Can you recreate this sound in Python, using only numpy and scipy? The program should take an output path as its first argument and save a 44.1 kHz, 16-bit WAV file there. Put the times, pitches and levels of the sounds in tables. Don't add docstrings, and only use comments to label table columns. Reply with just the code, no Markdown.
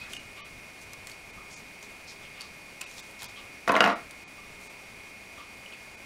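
import sys
import numpy as np
from scipy import signal
from scipy.fft import rfft, irfft, dct
from scipy.io import wavfile
from scipy.ndimage import uniform_filter1d

SR = 44100
rng = np.random.default_rng(int(sys.argv[2]) if len(sys.argv) > 2 else 0)


def inscribe(sig):
    pcm = np.round(np.clip(np.atleast_2d(sig).T, -1, 1) * 32767)
    wavfile.write(sys.argv[1], SR, pcm.astype(np.int16))


def rack_gain(trim_db):
    fader = np.asarray(trim_db, float)
    return 10 ** (fader / 20)


N = 266805

# [f/Hz, bandwidth/Hz, level/dB]
BOARD_MODES = [(232, 52, -6.5), (292, 38, -8), (404, 140, -1), (537, 170, 1.5), (680, 40, -1.5),
               (870, 120, 3), (970, 300, 5), (1120, 87, 1.5), (1400, 120, 6), (1640, 110, -2.5),
               (1845, 57, -4), (2100, 120, 1), (2500, 69, -10), (2850, 130, -11), (2800, 63, -29),
               (3880, 87, -11.5), (4750, 190, -11.5)]


def add(track, s, sound):
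    i = int(s * SR)
    track[i:i + len(sound)] += sound[:N - i]


def unit(x):
    return x / np.sqrt(np.mean(x ** 2))


def band(x, hz, width):
    return signal.lfilter(*signal.iirpeak(hz, hz / width, SR), x)


def lowpass(x, hz):
    return signal.lfilter(*signal.butter(2, hz, fs=SR), x)


def ring(hz, gain, t60):
    t = np.arange(SR // 4)[:, None] / SR
    return np.sum(gain * np.sin(2 * np.pi * hz * t) * 1000 ** (-t / t60), axis=1)


def crack(t60, low_hz, high_hz):
    t = np.arange(SR // 4) / SR
    burst = rng.standard_normal(SR // 4) * 1000 ** (-t / t60) / 2
    return signal.sosfilt(signal.butter(2, [low_hz, high_hz], "band", fs=SR, output="sos"), burst)


def walk(rate):
    k = int(SR / rate)
    return unit(uniform_filter1d(uniform_filter1d(rng.standard_normal(N), k), k))


def grains(count, scatter_db):
    size = rack_gain(scatter_db * rng.exponential(size=count // 40 + 1))
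    return unit(rng.standard_normal(count) * np.repeat(size, 40)[:count])


def hiss():
    # [f/Hz, level/dB]
    envelope = [(12, -52), (20, -5.5), (127, -4.5), (163, -6), (187, -2), (319, -5.5), (398, -6), (471, -7),
                (557, -4.5), (1570, -9.5), (1960, -8), (2190, -5), (3070, -13), (9650, -20), (16000, -30.5)]
    hz, db = np.transpose(envelope)
    f = np.maximum(np.fft.rfftfreq(N, 1 / SR), 1)
    shape = rack_gain(np.interp(np.log(f), np.log(hz), db))
    noise = irfft(rfft(rng.standard_normal(N)) * shape, N)
    return rack_gain(-50 + .5 * walk(38)) * unit(noise)


def rumble():
    low = lowpass(rng.standard_normal(N), 160)
    return rack_gain(-65 + 5.5 * walk(8.4)) * unit(low)


def whine():
    whine_hz = [2180.8, 2467.9]
    whine_db = [-54.8, -54.2]
    # [f/Hz, bandwidth/Hz, rms level/dB]
    shell_modes = [(2238, 410, -59), (2500, 560, -59.5), (2305, 370, -67), (405.2, 16, -68),
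                   (4630, 280, -67.5), (5660, 330, -69.5), (9600, 720, -72)]
    frame_rate_hz = 29.97
    slip_turns, bend_turns = .47, .04

    t = np.arange(N) / SR
    frame = frame_rate_hz * t % 1
    slip = slip_turns * frame + bend_turns * np.sin(2 * np.pi * frame)
    out = np.zeros(N)
    for hz, db in zip(whine_hz, whine_db):
        out += rack_gain(db) * np.sqrt(2) * np.sin(2 * np.pi * (hz * t - slip))
    for hz, width, db in shell_modes:
        noise = rng.standard_normal(N)
        out += rack_gain(db) * unit(band(band(noise, hz, width), hz, width))
    return out


def clock():
    # [f/Hz, level/dB, t60/s]
    case_modes = [(1172, 9, 0.059), (1224, -2.5, 0.031), (3320, -5, 0.028), (2800, -18, 0.019),
                  (910, -25, .05)]
    beat_peaks = [-44, -41, -49, -46, -46, -40.5]
    first_s, period_s = .372, 1.0

    out = np.zeros(N)
    hz, db, t60 = np.transpose(case_modes)
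    t = np.arange(SR // 10) / SR
    for beat, peak_db in enumerate(beat_peaks):
        smear = rng.standard_normal(len(t)) * 1000 ** (-t / 0.5)
        tick = signal.fftconvolve(ring(hz, rack_gain(db), t60), smear)
        add(out, first_s + beat * period_s, rack_gain(peak_db) * tick / np.abs(tick).max())
    return out


def paper():
    # [t/s, peak level/dB]
    crackles = [(.003, -40), (1.1075, -36), (2.997, -32), (3.1115, -33), (3.2125, -31), (3.2315, -23),
                (3.2432, -22.5)]
    out = np.zeros(N)
    for s, peak_db in crackles:
        add(out, s, rack_gain(peak_db) * crack(0.0055, low_hz=2500, high_hz=14000))
    return out


def fingers():
    # [t/s, length/s, level/dB, f/Hz]
    skin = [(0, 0.2, -54, 1770), (.101, 0.067, -55.5, 244), (.091, 0.17, -52, 5200),
            (.81, 0.041, -52.5, 6000), (1.075, .087, -57, 6000), (2.824, 0.076, -51, 3000),
            (2.876, 0.29, -53.5, 5500), (2.965, 0.062, -49, 4300), (3.19, 0.15, -48, 4020),
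            (3.215, 0.033, -48, 890), (4.599, 0.15, -57.5, 6700)]
    # [t/s, length/s, level/dB, f/Hz]
    wire = [(0, 0.079, -51.5, 3840), (.36, 0.13, -51, 2800), (1.505, 0.11, -50, 6000),
            (1.822, 0.056, -57, 6000), (2.073, 0.081, -48, 5030), (2.221, 0.08, -50.5, 2500),
            (2.347, 0.1, -51, 2500), (2.397, 0.11, -52, 4530), (3.36, .063, -47.5, 3000),
            (5.375, .12, -56, 3000), (5.72, 0.04, -50, 2800)]
    # [t/s, length/s, level/dB, f/Hz]
    squeak = [(0.0026, 0.073, -41.5, 2510)]

    out = np.zeros(N)
    for strokes, share in (skin, 1.2), (wire, .55), (squeak, 0.014):
        for s, length, db, hz in strokes:
            rub = grains(SR // 4, scatter_db=2.)[:int(length * SR)]
            swell = np.sin(np.pi * np.linspace(.05, 1, len(rub)) ** 0.58)
            scuff = band(band(rub, hz, share * hz), hz, share * hz)
            add(out, s, rack_gain(db) * swell * unit(scuff))
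    return out


def parts():
    # [t/s, peak level/dB, f/Hz, crack re ring/dB]
    ticks = [(0.1334, -21.5, 2800, -7), (0.166, -26, 2890, -10), (0.9329, -41.5, 2600, 11.5),
             (1.07, -36.5, 4300, 8.5), (1.0963, -42, 2680, 7), (1.1153, -32, 4500, -2.5),
             (1.827, -34.5, 6960, -0.5), (1.8444, -42, 4160, -12), (2.4078, -27.5, 4500, -3),
             (2.4159, -36, 4580, 4), (2.8105, -27, 7100, 0), (2.8139, -22, 2660, -1),
             (2.8618, -33, 2600, -14), (2.992, -30.5, 3600, -5), (3.22, -35.5, 3500, 6.5),
             (4.1088, -42.5, 4700, 9.5), (5.66, -35, 2920, -14), (5.7348, -32.5, 2630, -18)]
    touch_s = .0012
    t60_s, damping = 0.026, 0.27

    out = np.zeros(N)
    onset = np.minimum(np.arange(SR // 4) / SR / touch_s, 1)
    for s, peak_db, hz, crack_db in ticks:
        detune, uneven = rng.standard_normal((2, 3))
        mode_hz = hz * (1 + 0.023 * detune * np.arange(3))
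        cluster = ring(mode_hz, rack_gain(-6.0 + uneven), t60_s * (3000 / hz) ** damping)
        contact = rack_gain(crack_db + 6.5) * crack(0.017, low_hz=1210, high_hz=9700)
        add(out, s, rack_gain(peak_db) * onset * (cluster / np.abs(cluster).max() + contact))
    return out


def tool_jaws():
    # [t/s, peak level/dB]
    snaps = [(3.682, -23.5), (3.685, -35), (3.719, -22.5), (3.7712, -34), (3.7775, -39), (3.8054, -20.5),
             (3.7643, -28), (3.8397, -39), (3.827, -28), (3.842, -35), (3.849, -26), (3.875, -28)]
    out = np.zeros(N)
    for s, peak_db in snaps:
        add(out, s, rack_gain(peak_db) * crack(0.015, low_hz=4500, high_hz=12600))
    return out


def tool_chatter():
    # [t/s, length/s, level/dB]
    spells = [
        (3.674, 0.04, -34),
        (3.74, 0.044, -34),
        (3.827, 0.077, -32.5),
    ]
    attack_s, fall_db_per_s = 0.0032, 297

    t, level = np.arange(N) / SR, np.zeros(N)
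    for s, length, level_db in spells:
        rise = np.clip((t - s) / attack_s, 0, 1)
        fall_db = fall_db_per_s * np.maximum(t - s - length, 0)
        level = np.maximum(level, rise * rack_gain(level_db - fall_db))
    rattle = grains(N, scatter_db=2.5)
    body = np.zeros(N)
    for hz, width, db in BOARD_MODES:
        body += rack_gain(db) * band(rattle, hz, 1.7 * width) * np.sqrt(100 / width)
    return level * unit(lowpass(body, 4500))


def tool_bounces():
    # [t/s, peak level/dB, f/Hz of the part that lands]
    knocks = [(3.677, -10.5, 1930), (3.6926, -13, 2540), (3.6958, -7.5, 994), (3.7115, -24, 2100),
              (3.7223, -17, 1020), (3.7408, -10.5, 1040), (3.7453, -13.5, 665), (3.756, -16, 672),
              (3.7644, -7.5, 2100), (3.7733, -20, 700), (3.781, -22, 1330), (3.8059, 0, 2800),
              (3.8128, -15.5, 1400), (3.8215, -12, 1400), (3.8407, -5.5, 2800), (3.85, -10, 1373),
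              (3.861, -12, 2650), (3.875, -11.5, 1090), (3.88, -17, 1400), (3.9, -17.5, 1210),
              (3.92, -20, 680)]
    contact_s = .0004
    hardness_db, harder_db = -0.9, 2
    crack_db, crack_rise_db = -17.5, 9.5

    out = np.zeros(N)
    hz, width, db = np.transpose(BOARD_MODES)
    onset = np.minimum(np.arange(SR // 4) / SR / contact_s, 1)
    for s, peak_db, note_hz in knocks:
        detune, uneven = rng.standard_normal((2, len(hz)))
        edge = np.log2(note_hz / 1000)
        tilt_db = (hardness_db + harder_db * edge) * np.log2(hz / 1000)
        drive = rack_gain(db + tilt_db + 2.8 * uneven) * np.sign(detune)
        board = ring(hz * (1 + 0.02 * detune), drive, 1.75 / width)
        note = ring(note_hz, 0.7, 0.032 * (1000 / note_hz) ** 0.53)
        thud = onset * (board + rack_gain(-4.0) * np.abs(board).max() * note)
        contact = rack_gain(crack_db + crack_rise_db * edge) * crack(0.015, low_hz=3000, high_hz=6000)
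        add(out, s, rack_gain(peak_db - 1.5) * (thud / np.abs(thud).max() + contact))
    return out


def room(x):
    split_hz, low_t60_s, high_t60_s = 2000, .28, 0.071
    t = np.arange(SR // 2) / SR
    low, high = rng.standard_normal((2, len(t))) * np.minimum(t / 0.0018, 1)
    low = lowpass(low, split_hz) * 1000 ** (-t / low_t60_s)
    high = signal.lfilter(*signal.butter(2, split_hz, "high", fs=SR), high) * 1000 ** (-t / high_t60_s)
    tail = unit(low) + rack_gain(-4) * unit(high)
    return rack_gain(-9) * signal.fftconvolve(x, tail / np.sqrt(len(t)))[:N]


def scene():
    bench = tool_bounces() + tool_jaws() + tool_chatter() + parts() + fingers() + paper()
    mic_low_cut = signal.butter(3, 175, "high", fs=SR, output="sos")
    bench = signal.sosfilt(mic_low_cut, bench + room(bench))
    add(bench, 3.68, rack_gain(-43) * ring(75, 1, t60=0.16))
    return (bench + clock() + whine() + hiss() + rumble())[None]


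def thin_out(x):
    # [centre t/s, length/frames, top f/Hz]
    moments = [(.185, 1, 12000), (.428, 2, 6500), (1.32, 1, 10500), (1.555, 1, 12000), (2.855, 1, 8500),
               (3.018, 1, 9500), (3.274, 1, 7000), (3.946, 1, 6000), (4.258, 2, 10000), (4.688, 1, 11000),
               (5.965, 1, 11000)]
    frame_s, fade_s = 1024 / SR, .009
    lost = np.zeros(N)
    for s, frames, top_hz in moments:
        length = frames * frame_s + fade_s
        bar_db = 1.5 + 2 * (frames - 1)
        count = int(length * SR)
        i = int(s * SR) - count // 2
        window = np.sqrt(signal.windows.tukey(count, min(.036 / length, 1)))
        lines = dct(x[i:i + count] * window, norm="ortho")
        hz = np.arange(count) * SR / (2 * count)
        local = np.sqrt(uniform_filter1d(lines ** 2, size=80))
        weak = np.abs(lines) < local * rack_gain(bar_db + 2 * np.log2(hz / 3000 + 1e-3))
        lost[i:i + count] += dct(lines * (weak | (hz > top_hz)), type=3, norm="ortho") * window
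    return x - lost


def roll_off(x):
    return signal.sosfilt(signal.butter(12, 16120, fs=SR, output="sos"), x)


def record(dry):
    ceiling = .9
    x = thin_out(ceiling * np.tanh(dry[0] / ceiling))
    top_cut = signal.ellip(10, .2, 90, 15700, fs=SR, output="sos")
    x = signal.sosfilt(top_cut, x)
    return roll_off(x[None])


dry = scene()
out = record(dry)
inscribe(out)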